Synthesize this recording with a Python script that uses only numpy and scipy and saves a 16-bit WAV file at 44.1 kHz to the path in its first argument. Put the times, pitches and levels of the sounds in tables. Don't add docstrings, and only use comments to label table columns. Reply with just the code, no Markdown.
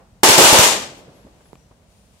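import sys
import numpy as np
from scipy import signal
from scipy.fft import rfft, irfft
from scipy.io import wavfile

SR = 44100
rng = np.random.default_rng(int(sys.argv[2]) if len(sys.argv) > 2 else 0)


def wav_out(sig):
    wavfile.write(sys.argv[1], SR, np.round(np.clip(np.atleast_2d(sig).T, -1, 1) * 32767).astype(np.int16))


N = 97020

SIDES = np.array([[.5], [-.5]])
# pitch_hz, likeness [0 to 1]
LIKENESS = [(50, 0.83), (130, 0.94), (290, .85), (640, .7), (1400, 0), (3000, 0)]

# [per Hz, relative]
AIR = [(18, -24), (30, -6.5), (50, 2.5), (110, -4.5), (190, -5), (340, -18.5), (570, -14.5), (1060, -25),
       (1700, -27.5), (5000, -32.5), (9300, -35.5), (15000, -44)]
# pitch_hz, left_minus_right_db
AIR_BALANCE = [(200, -1), (1600, 2), (5000, 4.5), (15000, 6.5)]
# time_s, level_db
HISS_LEVEL = [(0, -83), (.85, -81), (.98, -52.5), (1.08, -72.5), (1.16, -63.5), (1.28, -69.5),
              (1.46, -63.5), (1.56, -67.5), (1.83, -82), (1.92, -64), (2.08, -66.5), (2.2, -62)]
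# [per Hz, relative]
HISS_COLOUR = [(1000, -25), (2500, 2.5), (8000, -1), (11000, -4), (15000, -10)]
# [per Hz, relative]
WASH = [(100, -20), (300, -3), (600, 0), (1000, -5), (1700, -14), (3000, -23.5), (8000, -41)]
AIR_DB, WASH_DB, WASH_T60_S = -52, -50.5, 0.41

# start_s, level_db, top_hz, t60_s, push_db [relative to level_db]
THUDS = [(0.124, -50, 200, 0.09, 15), (1.079, -40.5, 400, 0.12, 7), (1.249, -42.5, 298.6, 0.12, 8),
         (1.265, -47.5, 675, 0.14, 10), (1.406, -49, 1370, 0.058, -3), (1.456, -51, 1418, .05, 1),
         (1.532, -44.5, 180, .13, -12), (1.712, -46.5, 840, 0.068, -2.5)]
THUD_PUSH_SHARE, THUD_PUSH_DECAY_S = 0.35, 0.0072

# start_s, level_db, thump_db, boom_db, bank_return_db [last three relative]
SHOTS = [(0.2325, 2, 2, -4, -12.5), (0.3794, 3.5, -1.5, -0.5, -9), (0.5279, -0.5, 0.5, -1.5, -5.5)]
# start_s, level_db [crack and tail], thump_db, thump_hz, thump_lag_s
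SLAPS = [(0.2877, 0.5, -2.5, 213.1, .0105), (0.437, 0.5, -9, 154, 0.00025),
         (0.5854, -1.5, 1.5, 116, 0.0048)]
# [per Hz, relative]
CRACK = [(60, -7.5), (250, -0.5), (900, -3.5), (3000, -6.5), (7000, -6.5), (15000, -15.5)]
# [per Hz, relative]
BOOM = [(50, -21.5), (120, -8), (220, 1.5), (550, 2), (1000, -3), (1350, -19), (4000, -45)]
# [per Hz, relative]
ROLL = [(40, -9), (110, 0), (550, 1), (1200, -12.5), (4000, -18.5), (9000, -31.5), (15000, -45.5)]
# [per Hz, relative]
TAIL = [(30, -36), (60, -17.5), (120, -21.5), (230, -8), (520, 0.5), (1000, 1), (1400, -3), (3000, -1),
        (4600, -4), (7200, -3.5), (11000, -9), (15000, -16.5)]
# pitch_hz, t60_s
TAIL_T60 = [(100, 1), (400, 0.54), (1000, 0.47), (2800, .49), (7300, 0.44), (11000, 0.34), (13000, 0.38),
            (15500, .17)]
# pitch_hz, level_db [relative]
RINGS = [(222, -6), (322, -12.5), (378, -6.5), (531, 5.5), (653, -1.5), (736, -4.5), (886, 4), (948, 2),
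         (1027, -4), (1112, -11.5)]
# pitch_hz, left_minus_right_db
SHOT_BALANCE = [(60, -2), (200, 0), (700, 2.5), (1400, 2), (3000, 3), (4500, 5), (8000, 6.5), (15000, 11.5)]
CRACK_DB, CRACK_T60_S = 4.5, 0.035
THUMP_DB, THUMP_HZ, THUMP_DECAY_S = -2, 221, 0.0024
BOOM_DB, BOOM_T60_S = -6.5, 0.24
ROLL_DB, ROLL_T60_S, ROLL_RISE_S = -36, 2.136, 0.1
RING_DB, RING_T60_S = -22, 0.49
TAIL_DB, TAIL_RISE_S = -4.5, 0.003
LUMP_DB, LUMP_HZ = 1.5, 60.6
BANK_DELAY_S, BANK_RISE_S = 0.094, 0.0053
WALL_CRACK_DB, WALL_TAIL_DB, WALL_THUMP_DECAY_S = 4.5, -3.5, 0.003
EARLY_DB, EARLY_FROM_S, EARLY_TO_S = -8.5, 0.001, 0.028

# start_s, level_db, pitch_hz, t60_s
PINGS = [(1.14, -62, 11250, 0.42), (1.441, -60, 11170, 0.38), (1.53, -68, 7340, 0.34),
         (1.567, -65, 5870, 0.44), (1.871, -73, 9040, 1.6), (1.95, -73, 9630, 1.6)]
PING_BEAT_HZ, PING_RISE_S, PING_PAN_DB = 69.5, 0.017, 15.5

# start_s, level_db, pitch_hz, decay_s, overtone_db, tick_db, left_minus_right_db
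KNOCKS = [(1.5312, -30.5, 410, 0.0014, -11, -9, -14.5), (1.5548, -39.5, 1110, 0.0017, -5, -3, 3),
          (1.7125, -43.5, 488, 0.0037, -10.5, -21, 6)]
# [per Hz, relative]
KNOCK_TICK = [(200, 20.5), (2500, -7), (4400, -5), (5500, -17), (9000, -20)]
KNOCK_OVERTONE = 2.16

# pitch_hz, gain_db
COLOUR = [(20, -20.5), (40, -6.5), (65, -3), (500, -1), (1000, 1), (2000, -0.5), (7000, 0), (11000, -2),
          (15000, -2.5)]
# pitch_hz, left_minus_right_db
RECORDER_BALANCE = [(200, 0.5), (700, -3.5), (2000, -0.5), (4500, -2.5), (8000, 3.5), (15000, -1)]
LIMIT_DB, LIMIT_SHARE = -3, 0.23
LIMIT_WINDOW_S, DETECTOR_FALL_DB_PER_S = 0.0013, 221.5
CLIP_DB, KNEE, EDGE_HZ = -3.5, 6, 15800


def amp(db):
    return 10 ** (np.asarray(db) / 20)


def evened(x):
    return x / np.sqrt(np.mean(x ** 2) + 1e-20)


def read(points, hz):
    f, value = np.transpose(points)
    return np.interp(np.log(hz + 1), np.log(f + 1), value)


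def add(mix, start_s, sound):
    part = mix[:, round(start_s * SR):][:, :sound.shape[-1]]
    part += sound[..., :part.shape[1]]


def noise(spectrum):
    hz = np.fft.rfftfreq(N, 1 / SR)
    left, other = rfft(rng.standard_normal((2, N)))
    same = np.clip(read(LIKENESS, hz), -1, 1)
    right = same * left + np.sqrt(1 - same ** 2) * other
    return evened(irfft(np.array([left, right]) * amp(read(spectrum, hz)), N))


def fade(t, t60_s):
    return amp(-60 * t / t60_s)


def rise(t, rise_s):
    return 1 - np.exp(-t / rise_s)


def push(t, hz, decay_s):
    return -np.sin(2 * np.pi * hz * t) * np.exp(-t / decay_s)


def tint(x, db_of_hz, size=2048):
    cepstrum = irfft(np.log(amp(db_of_hz(np.fft.rfftfreq(size, 1 / SR)))))
    cepstrum[:, 1:size // 2] *= 2
    cepstrum[:, size // 2 + 1:] = 0
    response = irfft(np.exp(rfft(cepstrum)))
    return signal.fftconvolve(x, response, axes=1)[:, :N]


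def air():
    t = np.arange(N) / SR
    rumble = amp(AIR_DB) * noise(AIR)
    hiss = amp(np.interp(t, *np.transpose(HISS_LEVEL))) * noise(HISS_COLOUR)
    wash = amp(WASH_DB) * noise(WASH) * fade(t, WASH_T60_S)
    return tint(rumble + hiss + wash, lambda hz: SIDES * read(AIR_BALANCE, hz))


def thuds(rise_s=0.001):
    t, out = np.arange(N) / SR, np.zeros((2, N))
    for start_s, level_db, top_hz, t60_s, push_db in THUDS:
        spectrum = [(30, -18), (100, 0), (top_hz, 0), (top_hz * 2, -15), (top_hz * 10, -45)]
        puff = noise(spectrum) * fade(t, t60_s) * rise(t, rise_s)
        bump = amp(push_db) * push(t, top_hz * THUD_PUSH_SHARE, THUD_PUSH_DECAY_S)
        add(out, start_s, amp(level_db) * (puff + bump))
    return out


def crack(t):
    return noise(CRACK) * fade(t, CRACK_T60_S)


def reverberation(rise_s):
    hz, t, bands = signal.stft(noise(TAIL), SR, nperseg=512)
    decaying = bands * fade(t, read(TAIL_T60, hz)[:, None])
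    tail = signal.istft(decaying, SR)[1][:, :N]
    slow = np.exp(-(np.fft.rfftfreq(N, 1 / SR) / LUMP_HZ) ** 2)
    lumps = evened(irfft(rfft(rng.standard_normal(N)) * slow, N))
    return tail * amp(LUMP_DB * lumps) * rise(np.arange(N) / SR, rise_s)


def shelter_ring(t):
    phases = rng.uniform(0, 2 * np.pi, len(RINGS))
    ring = sum(amp(db) * np.sin(2 * np.pi * hz * t + p) for (hz, db), p in zip(RINGS, phases))
    return amp(RING_DB) * ring * fade(t, RING_T60_S) * rise(t, TAIL_RISE_S)


def ground_roll(t):
    return amp(ROLL_DB) * noise(ROLL) * fade(t, ROLL_T60_S) * rise(t, ROLL_RISE_S)


def early_reflections(x, count=14):
    delay_s = rng.uniform(EARLY_FROM_S, EARLY_TO_S, (3, count, 1))
    polarity = rng.choice([-1., 1.], delay_s.shape)
    hz = np.fft.rfftfreq(N, 1 / SR)
    echoes = polarity * np.exp(-2j * np.pi * hz * delay_s)
    both, left, right = echoes.sum(1) / np.sqrt(count)
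    same = np.clip(read(LIKENESS, hz), 0, 1)
    taps = np.sqrt(same) * both + np.sqrt(1 - same) * np.array([left, right])
    return irfft(rfft(x) * (1 + amp(EARLY_DB) * taps), N) / np.sqrt(1 + amp(EARLY_DB) ** 2)


def wall_slaps(near, low):
    t = np.arange(N) / SR
    for start_s, level_db, thump_db, thump_hz, lag_s in SLAPS:
        slap = amp(WALL_CRACK_DB) * crack(t) + amp(WALL_TAIL_DB) * reverberation(TAIL_RISE_S)
        add(near, start_s, amp(level_db) * slap)
        add(low, start_s + lag_s, amp(thump_db) * push(t, thump_hz, WALL_THUMP_DECAY_S))


def pistols():
    t = np.arange(N) / SR
    near, low = np.zeros((2, N)), np.zeros((2, N))
    for start_s, level_db, thump_db, boom_db, bank_db in SHOTS:
        blast = amp(CRACK_DB) * crack(t) + amp(TAIL_DB) * reverberation(TAIL_RISE_S)
        add(near, start_s, amp(level_db) * blast)
        bank_return = amp(level_db + bank_db) * reverberation(BANK_RISE_S)
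        add(near, start_s + BANK_DELAY_S, bank_return)
        thump = amp(THUMP_DB + thump_db) * push(t, THUMP_HZ, THUMP_DECAY_S)
        boom = amp(BOOM_DB + boom_db) * noise(BOOM) * fade(t, BOOM_T60_S)
        add(low, start_s, amp(level_db) * (thump + boom + shelter_ring(t) + ground_roll(t)))
    wall_slaps(near, low)
    return tint(early_reflections(near) + low, lambda hz: SIDES * read(SHOT_BALANCE, hz))


def pings():
    t, out = np.arange(SR) / SR, np.zeros((2, N))
    for start_s, level_db, hz, t60_s in PINGS:
        pair = np.sin(2 * np.pi * hz * t) + 0.5 * np.sin(2 * np.pi * (hz - PING_BEAT_HZ) * t)
        ping = pair * fade(t, t60_s) * rise(t, PING_RISE_S)
        add(out, start_s, amp(level_db + SIDES * PING_PAN_DB) * ping)
    return out


def knocks():
    t, out = np.arange(SR // 10) / SR, np.zeros((2, N))
    for start_s, level_db, hz, decay_s, overtone_db, tick_db, pan_db in KNOCKS:
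        tick = amp(tick_db) * noise(KNOCK_TICK)[:, :len(t)] * np.exp(-t / decay_s)
        overtone = amp(overtone_db) * push(t, hz * KNOCK_OVERTONE, decay_s)
        body = push(t, hz, decay_s) + overtone
        add(out, start_s, amp(level_db + SIDES * pan_db) * (body + tick))
    return out


def scene():
    return air() + thuds() + pistols() + pings() + knocks()


def record(dry):
    r = np.exp(-1 / (LIMIT_WINDOW_S * SR))
    power_db = 10 * np.log10(signal.lfilter([1 - r], [1, -r], dry ** 2) + 1e-12)
    fall_db = np.arange(N) * DETECTOR_FALL_DB_PER_S / SR
    held_db = np.maximum.accumulate(power_db + fall_db, axis=1) - fall_db
    over_db = np.maximum(held_db - LIMIT_DB, 0)
    limited = dry / amp(LIMIT_SHARE * over_db)
    overloaded = limited / (1 + abs(limited / amp(CLIP_DB)) ** KNEE) ** (1 / KNEE)
    coloured = tint(overloaded, lambda hz: read(COLOUR, hz) + SIDES * read(RECORDER_BALANCE, hz))
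    low_pass = signal.firwin(511, EDGE_HZ, window=("kaiser", 8), fs=SR)
    return signal.oaconvolve(np.clip(coloured, -1, 1), low_pass[None], "same")


dry = scene()
out = record(dry)
wav_out(out)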